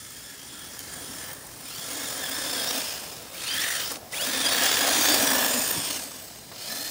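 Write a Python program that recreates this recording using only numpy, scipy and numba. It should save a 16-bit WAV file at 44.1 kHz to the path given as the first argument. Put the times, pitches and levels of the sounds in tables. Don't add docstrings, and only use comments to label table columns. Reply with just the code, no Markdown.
import sys
import numpy as np
from scipy import signal
from scipy.fft import rfft, irfft
from scipy.io import wavfile
from scipy.ndimage import uniform_filter1d
from numba import njit

SR = 44100
rng = np.random.default_rng(int(sys.argv[2]) if len(sys.argv) > 2 else 0)


def transcribe(u):
    v = np.clip(np.atleast_2d(u).T, -1, 1)
    q = np.round(v * 32767).astype(np.int16)
    wavfile.write(sys.argv[1], SR, q)


N = 304548

# [t/s, commutation rate f/Hz,
# second multiple level/dB re rattle, first multiple level/dB re second, third multiple level/dB re second]
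MOTOR_SURGES = [(0, 1692, -9, -9, -4), (.68, 1693, -13, -9, -6), (.715, 1710, -9, -13, -6),
                (.77, 1667, -8, -9, -4), (.8, 1530, -9, -7, 0), (.85, 1540, -13, -9, 3),
                (.93, 1616, -9, -2, 2), (1.0, 1690, -11, -13, -5), (1.07, 1710, -10, -9, 2),
                (1.13, 1850, -13, -2, 8), (1.19, 1736, -16, -4, 8), (1.3, 1614, -14, 0, -3),
                (1.36, 1550, -23, 0, -6), (1.63, 1196, -25, -9, 0), (1.65, 1215, -15, -12, 8),
                (1.68, 1226, -7, -12, -3), (1.72, 1384, -6, -12, -3), (1.75, 1462, -6, -12, 3),
                (1.775, 1540, -9, -12, 4), (1.79, 1643, -5, -10, -3), (1.84, 1700, -7, -8, -3),
                (1.87, 1740, -11, -9, 2), (1.9, 1560, -15, -12, -3), (1.955, 1646, -8, -10, -4),
                (2.0, 1567, -12, -12, -4), (2.04, 1830, -14, -2, -6), (2.09, 1713, -7, -6, -3),
                (2.13, 1800, -14, -10, -6), (2.17, 1810, -16, -8, 4), (2.2, 1860, -11, -8, -5),
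                (2.245, 1720, 0, -5, -9), (2.295, 1625, -13, -8, 3), (2.33, 1692, -3, -10, -2),
                (2.38, 1830, -10, -1, -2), (2.43, 1698, -16, -4, 0), (2.49, 1786, -9, -12, -5),
                (2.54, 1782, -5, -13, -1), (2.56, 1654, -8, -6, 0), (2.625, 1627, -9, -6, -4),
                (2.665, 1800, -4, -10, -1), (2.7, 1880, -7, -14, 4), (2.73, 1813, -9, -8, -3),
                (2.81, 1713, -9, -8, -2), (2.9, 1743, -17, -5, 1), (3.25, 1738, -14.5, -8, -3),
                (3.3, 1635, -28, -8, -6), (3.33, 690, -28, -9, 9), (3.342, 720, -13, -18, 12),
                (3.365, 825, -20, -18, 9), (3.39, 1065, -21, -12, 14), (3.43, 1222, -20, -12, 7),
                (3.455, 1320, -7, -18, -3), (3.49, 1537, -3, -9, -2), (3.52, 1595, -1, -16, -5),
                (3.54, 1550, -1, -16, -1), (3.552, 1643, -4, -12, -8), (3.57, 1595, -7, -10, -6),
                (3.59, 1687, -0.5, -11, -5), (3.605, 1706, -10, -4, 0), (3.625, 1814, -11, 5, 3),
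                (3.65, 1890, -12, 2, -10), (3.7, 1898, -27, -1, -6), (4.125, 689, -26, -9, 9),
                (4.138, 670, -7.5, -15, 10), (4.15, 900, -13, -15, 9), (4.16, 1100, -14, -15, 11),
                (4.18, 1228, -5, -15, 5), (4.19, 1370, 1, -14, -13), (4.205, 1476, -1, -5, -5),
                (4.213, 1520, -4, -4, 7), (4.222, 1632, 2.5, -18, -5), (4.236, 1710, -1, -16, -1),
                (4.252, 1770, -8, -8, -2), (4.27, 1575, -13, -12, 2), (4.288, 1603, -11, -11, 2),
                (4.31, 1720, -18, 3, -2), (4.39, 1796, -9, -2, -4), (4.412, 1815, -9, -9, -5),
                (4.428, 1670, -5, -14, -4), (4.45, 1690, -6, -5, -6), (4.47, 1595, -1, -9, 1),
                (4.492, 1730, -4.5, -16, -7), (4.512, 1835, -6, -19, -4), (4.55, 1904, -14, -20, -10),
                (4.59, 1847, -16, -1, -6), (4.62, 1735, -14.5, -10, -0.5), (4.9, 1748, -17, -1, -1),
                (5.1, 1726, -15, -5, -6), (5.3, 1705, -17.5, 0, 2), (5.5, 1745, -11, 6.5, -10),
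                (5.95, 1744, -15.5, -16, -6), (6.0, 1627, -23, -3, -6), (6.5, 1160, -26, -6, 5),
                (6.52, 1204, -22, -6, 3), (6.69, 1740, -12, -3, 5), (6.705, 1750, -13, 6, 3),
                (6.8, 1765, -15, 6, 2), (6.91, 1767, -14, 10, 0)]
# [t/s, sag f/Hz (below zero when the wheels slip free), length/s,
# whine gain level/dB]
GRASS_LOADS = [(0.168, 50, 0.046, 1.2), (0.431, 69, 0.037, 1.8), (.6, 1, 0.076, 8.3),
               (4.694, 4, 0.025, 8.5), (4.76, -0.5, 0.019, 5), (4.82, 71, 0.0303, 6.3),
               (4.895, 205.5, 0.033, 0.93), (5.11, 10, 0.025, 8), (5.17, -7.5, 0.012, 5.2),
               (5.3, 35.5, 0.021, 5.1), (5.43, -19, 0.019, 4), (5.84, 119.5, 0.059, 4.2)]
# [t/s, gear rattle level/dB, then re rattle: tyres in the grass level/dB,
# gear hiss level/dB, rotor hum level/dB]
DRIVE_LEVELS = [(0.0, -49.5, -33, 2.5, -18), (0.45, -48.5, -10, 0.5, -10), (1.2, -45, -3, 3.5, -9),
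                (1.3, -44, -3, -0.5, -17), (1.39, -54, 1.5, 6, -6), (1.6, -50.5, -2.5, 3.5, -5),
                (1.74, -44, -6, 3.5, -14), (1.92, -38.5, -4.5, 2, -8.5), (2.3, -37, -3.5, 1, -12),
                (2.8, -34, -3.5, 1, -8.5), (2.93, -39.5, -4, 1.5, -21), (3.3, -49.5, 1.5, 1, -16),
                (3.42, -37, -9.5, 0, -28), (3.52, -33, -13.5, -3, -13.5), (3.62, -30.5, -12.5, -1.5, -19),
                (3.75, -31, -12.5, -2, -62), (3.92, -37.5, -8.5, -2, -13), (3.96, -44.5, 0, 3, -1),
                (3.985, -57, 8, 3, -17), (4.1, -59, 3, -15, -18), (4.122, -45.5, -6, 6, -30),
                (4.14, -39.5, -2.5, 2.5, -37), (4.22, -36, -3.5, 4, -24), (4.27, -30.5, -10, -2, -10),
                (4.6, -26.5, -6.5, -2.5, -16.5), (5.1, -25, -4, -1.5, -10.5), (5.3, -28, -1.5, -1.5, -7.5),
                (5.62, -34, -1.5, 2.5, -11.5), (5.96, -36.5, -4.5, 1, -12.5), (6.1, -45.5, -2.5, 1, -5),
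                (6.48, -54.5, -1, 1, -35), (6.55, -48, -5, 0, -30), (6.62, -43.5, -10.5, 2.5, -26),
                (6.7, -40, -8, 3, -14), (6.8, -41, -6.5, 5.5, -14), (6.91, -41.5, -7, 4, -10)]
# [t/s, side (0 nose, 1 near flank, 2 tail, 3 far flank)]
SIDE_SHOWN = [(0, 0.089), (1.3, 0.14), (1.8, 0.53), (2.4, 0.31), (2.8, 1.66), (3.3, 1.16), (3.5, 1.04),
              (3.75, 0.58), (4.2, 0.89), (4.7, 0.6), (5.05, 2.38), (5.4, 1.9), (6, 1.84), (6.45, 2.33),
              (6.65, 3.2), (6.91, 2.8)]
# [f/Hz, width f/Hz, then relative level/dB heard from nose, near flank, tail, far flank]
CASE_MODES = [(1308, 80, -3, -9.5, -17.5, -9), (2126, 87, -3.5, -8.5, -9.5, -8),
              (2534, 154, -22, -8, -8.5, -3), (2800, 430, -12.5, -1, -0.5, -16),
              (3190, 450, 0.5, 1, -0.5, 1.5), (3600, 170, -9, 0, -6.5, -2),
              (4280, 160, -7, -4.5, -2.5, 4.5), (4502, 160, -3.5, -4.5, -9, -3),
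              (4710, 88, -25, -10, -3, -.5), (5400, 150, -1, -15, -6, 2), (5745, 200, 0, -5, 0, -3)]
TEETH_MODES = [(6465, 260, -20, -11, -9, -8), (6855, 660, -0.5, -9, 1.5, -7),
               (7220, 410, -7.5, -9, -7.5, -10), (8450, 330, -8, -14, 2.5, -9),
               (8900, 510, -4.5, -5.5, -29, -5), (9145, 500, 1.5, -5, 2, -15)]
TYRE_MODES = [(535, 85, -4, 1.5, -15, -6), (663, 207, 2, 4.5, 3.5, 10), (800, 150, 2, -20, -3, -49),
              (970, 220, 2.5, -9, -5, -39)]
# [t/s, growl level/dB re rattle,
# rasp level/dB re rattle, growl f/Hz before the motion shifts it]
GROWL_AND_RASP = [(0, -8.5, -5, 1720), (1.1, -6.5, -8, 1700), (1.3, -0.5, -8, 1700), (1.7, -14, -3, 1697),
                  (2.0, -6.5, -7.5, 1724), (2.5, -7, -4.5, 1653), (2.9, -10.5, -3, 1636),
                  (3.45, -18, -5, 1640), (3.58, -5, -14, 1817), (3.7, -3, -25, 1860), (3.85, -14, -2, 1680),
                  (4.2, -12, -7, 1673), (4.4, -10, -15, 1701), (4.7, -8, -20, 1677), (4.9, -9, -16, 1690),
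                  (5.05, -9, -20, 1692), (5.25, -4.5, -11.5, 1722), (5.7, -8.5, -2, 1760),
                  (6.0, -11, -8.5, 1715), (6.66, -16, -1, 1767), (6.72, -6, -1, 1795),
                  (6.91, -15, -1, 1793)]
# [t/s, lower ring f/Hz, lower ring level/dB re rattle,
# upper ring level/dB re lower, before a fixed 6 dB boost]
STEEL_RING = [(0.0, 14850, -7, -10), (1.2, 14860, -6, -9), (1.5, 14870, 0, -5), (2.0, 14780, -6, -9),
              (2.75, 14670, -8, -7), (3.0, 14500, -7, -7), (3.3, 14900, -6, -8), (3.36, 14940, 0, -8),
              (3.42, 14800, -12, -6), (3.5, 14600, -14, -2), (3.62, 14500, -10, -8), (3.72, 14700, -8, -8),
              (3.82, 14430, -9, -6), (3.92, 14850, -3, -4), (4.12, 14960, -6, 0), (4.2, 15150, -5.5, 6),
              (4.3, 14930, -8, 8), (4.7, 15120, -8, -13), (5.0, 14620, -7, -10), (5.35, 14390, -5, -4),
              (5.7, 14450, 2, -20), (5.95, 14170, -12, -4), (6.25, 14100, -3, -6), (6.6, 14460, -8, -8),
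              (6.72, 14300, -1, -10), (6.91, 14450, 3, -17)]
# [f/Hz, relative level/dB per Hz]
FIELD_SPECTRUM = [(18, -37), (30, 2), (137, 3.5), (728, -6), (1470, -14.5), (1680, -6), (2360, -13.5),
                  (5170, -9.5), (13600, -13.5), (15500, -8.5)]
# [t/s, level/dB before fading, centre f/Hz,
# time to fade by 26 dB/s]
KNOCKS = [(0.792, -24, 9000, 0.0031), (1.468, -30, 9500, 0.0035), (3.914, -30.5, 700, 0.037),
          (3.917, -28, 11000, 0.023), (3.957, -31, 3100, 0.01), (4.635, -19, 6510, .02),
          (4.655, -20, 4300, 0.043), (5.086, -20, 4000, 0.016), (5.688, -23, 6730, 0.007),
          (5.76, -35, 167, 0.13), (6.515, -41.5, 890, 0.063)]

HUNT_HZ, HUNT_PER_S = 12, 24
RACE_SHARE, RACE_LAG = .65, 2.3
INERTIA_S = .006
FOURTH_DB = -10
ROTOR_HZ, ROTOR_HUNT_HZ, ROTOR_PATCHY_DB = 273, 13, 2.5
GROWL_WIDTH_HZ = 230.
RASP_HZ, RASP_WIDTH_HZ = 5150., 400.
RING_REST_HZ, UPPER_RING_HZ, RING_WIDTH_HZ, RING_PATCHY_DB = 14700., 15740., 300, 2
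RUMBLE_DB, RUMBLE_SLOPE, RUMBLE_PATCHY_DB = -31.5, 0.5, 2.5
FIELD_DB = -45.5
TOP_HZ = 15745


def gain(db):
    return 10 ** (np.asarray(db) / 20)


def unit(x):
    return x / np.sqrt(np.mean(x ** 2))


def columns(table):
    s, *rest = np.transpose(table)
    return [np.interp(np.arange(N) / SR, s, c) for c in rest]


@njit
def moving_bandpass(x, g, k):
    y, band_store, low_store = np.empty(len(x)), 0., 0.
    for i in range(len(x)):
        v = (band_store + g[i] * (x[i] - low_store)) / (1 + g[i] * (g[i] + k))
        band_store = 2 * v - band_store
        low_store = low_store + 2 * g[i] * v
        y[i] = k * v
    return y


def resonance(x, hz, width, shift=1.):
    centre_hz = np.minimum(hz * shift * np.ones(N), .45 * SR)
    return moving_bandpass(x, np.tan(np.pi * centre_hz / SR), max(width / hz, .002))


def steep_resonance(x, hz, width, shift):
    wide = 1.55 * width
    return unit(resonance(resonance(x, hz, wide, shift), hz, wide, shift))


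def passband(x, lo_hz, hi_hz):
    return unit(signal.sosfilt(signal.butter(2, [lo_hz, hi_hz], "bandpass", fs=SR, output="sos"), x))


def walk(rate):
    k = int(SR / rate)
    steps = np.repeat(rng.standard_normal(N // k + 1), k)
    return unit(uniform_filter1d(uniform_filter1d(steps, k), k)[:N])


def rough_tone(hz, wobble, blur_hz, clean, broken_db):
    phase = 2 * np.pi * np.cumsum(hz * (1 + wobble * walk(150))) / SR
    blurred = (clean + walk(blur_hz)) * np.sin(phase) + walk(blur_hz) * np.cos(phase)
    return gain(broken_db * walk(45)) * blurred


def motor_state():
    t = np.arange(N) / SR
    hz, whine_db, first_db, third_db = columns(MOTOR_SURGES)
    hz = uniform_filter1d(hz, int(INERTIA_S * SR)) + HUNT_HZ * walk(HUNT_PER_S)
    for s, sag_hz, length, db in GRASS_LOADS:
        u = (t - s) / length
        race = RACE_SHARE * np.exp(-(u - RACE_LAG) ** 2)
        hz = hz - sag_hz * (np.exp(-u ** 2) - race)
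        whine_db = whine_db + db * np.exp(-u ** 2 / 2)
    return hz, whine_db, first_db, third_db


def motor_whine():
    hz, whine_db, first_db, third_db = motor_state()
    first, second, third, fourth = (rough_tone(k * hz, .011, 260, .9, 1.3) for k in (1, 2, 3, 4))
    upper = gain(third_db) * (third + gain(FOURTH_DB) * fourth)
    return gain(whine_db) * (gain(first_db) * first + second + upper)


def rotor_hum(hum_db):
    hum = rough_tone(ROTOR_HZ + ROTOR_HUNT_HZ * walk(12), .03, 100, .5, 1.)
    return gain(hum_db + ROTOR_PATCHY_DB * walk(22.17)) * hum


def motor():
    rattle_db, _, _, hum_db = columns(DRIVE_LEVELS)
    return gain(rattle_db) * (motor_whine() + rotor_hum(hum_db))


def ground_bumps():
    jolts = walk(230)
    return gain(1.6 * unit(jolts - .6 * uniform_filter1d(jolts, SR // 30)))


def clatter(bumps):
    size = gain(1.6 * rng.exponential(size=N))
    return rng.standard_normal(N) * size * bumps


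def body(bumps, modes, broad_share, lo_hz, hi_hz, shift):
    side = columns(SIDE_SHOWN)[0]
    impacts = clatter(bumps)
    rung = np.zeros(N)
    for hz, width, *side_db in modes:
        level_db = np.interp(side, range(len(side_db)), side_db) + 2.0 * walk(10)
        bend = 1 + .02 * walk(14)
        rung += gain(level_db) * steep_resonance(impacts, hz, width, shift * bend)
    return unit(unit(rung) + broad_share * passband(clatter(bumps), lo_hz, hi_hz))


def growl_and_rasp(bumps, shift):
    growl_db, rasp_db, growl_hz = columns(GROWL_AND_RASP)
    middle_hz = growl_hz.mean()
    growl = steep_resonance(clatter(bumps), middle_hz, GROWL_WIDTH_HZ, shift * growl_hz / middle_hz)
    rasp = unit(resonance(clatter(bumps), RASP_HZ, RASP_WIDTH_HZ, shift))
    return gain(growl_db + 1.8 * walk(14)) * growl + gain(rasp_db + 1.8 * walk(14)) * rasp


def steel_ring(bumps, shift, ring_db, upper_db):
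    lower, upper = (gain(RING_PATCHY_DB * walk(10)) * unit(resonance(clatter(bumps), hz, RING_WIDTH_HZ, shift))
                    for hz in (RING_REST_HZ, UPPER_RING_HZ))
    return gain(ring_db) * (lower + gain(upper_db + 6.0) * upper)


def rumble(bumps, rattle_db, tyre_db):
    rumble_db = RUMBLE_DB + RUMBLE_SLOPE * (rattle_db + tyre_db) + RUMBLE_PATCHY_DB * walk(13)
    return gain(rumble_db) * passband(clatter(bumps), 75, 470)


def drive():
    rattle_db, tyre_db, hiss_db, _ = columns(DRIVE_LEVELS)
    ring_hz, ring_db, upper_db = columns(STEEL_RING)
    shift = ring_hz / RING_REST_HZ
    bumps = ground_bumps()
    rattle = body(bumps, CASE_MODES, 0.76, 1100, 5440, shift)
    hiss = body(bumps, TEETH_MODES, 0.91, 5700, 11960, shift)
    tyres = body(bumps, TYRE_MODES, 0.73, 348, 1330, shift)
    case = rattle + growl_and_rasp(bumps, shift) + gain(hiss_db) * hiss
    ring = steel_ring(bumps, shift, ring_db, upper_db)
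    return gain(rattle_db) * (case + gain(tyre_db) * tyres + ring) + rumble(bumps, rattle_db, tyre_db)


def field():
    hz, db = np.transpose(FIELD_SPECTRUM)
    grid_hz = np.maximum(np.arange(N // 2 + 1) * SR / N, 1)
    shape = gain(np.interp(np.log(grid_hz), np.log(hz), db))
    noise = irfft(rfft(rng.standard_normal(N)) * shape, N)
    return gain(FIELD_DB + 1.1 * walk(2.5)) * unit(noise)


def knocks():
    out, t = np.zeros(N), np.arange(4096) / SR
    for s, db, hz, decay_s in KNOCKS:
        burst = passband(rng.standard_normal(len(t)), hz / 1.8, min(hz * 1.8, 15000))
        i = int(s * SR)
        out[i:i + len(t)] += gain(db) * burst * np.exp(-t / max(decay_s / 3, 1e-4))
    return out


def scene():
    return (motor() + drive() + field() + knocks())[None]


def record(dry):
    dry = signal.sosfilt(signal.butter(4, 50, "highpass", fs=SR, output="sos"), dry)
    return signal.sosfilt(signal.ellip(16, .3, 80, TOP_HZ, fs=SR, output="sos"), dry)


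dry = scene()
out = record(dry)
transcribe(out)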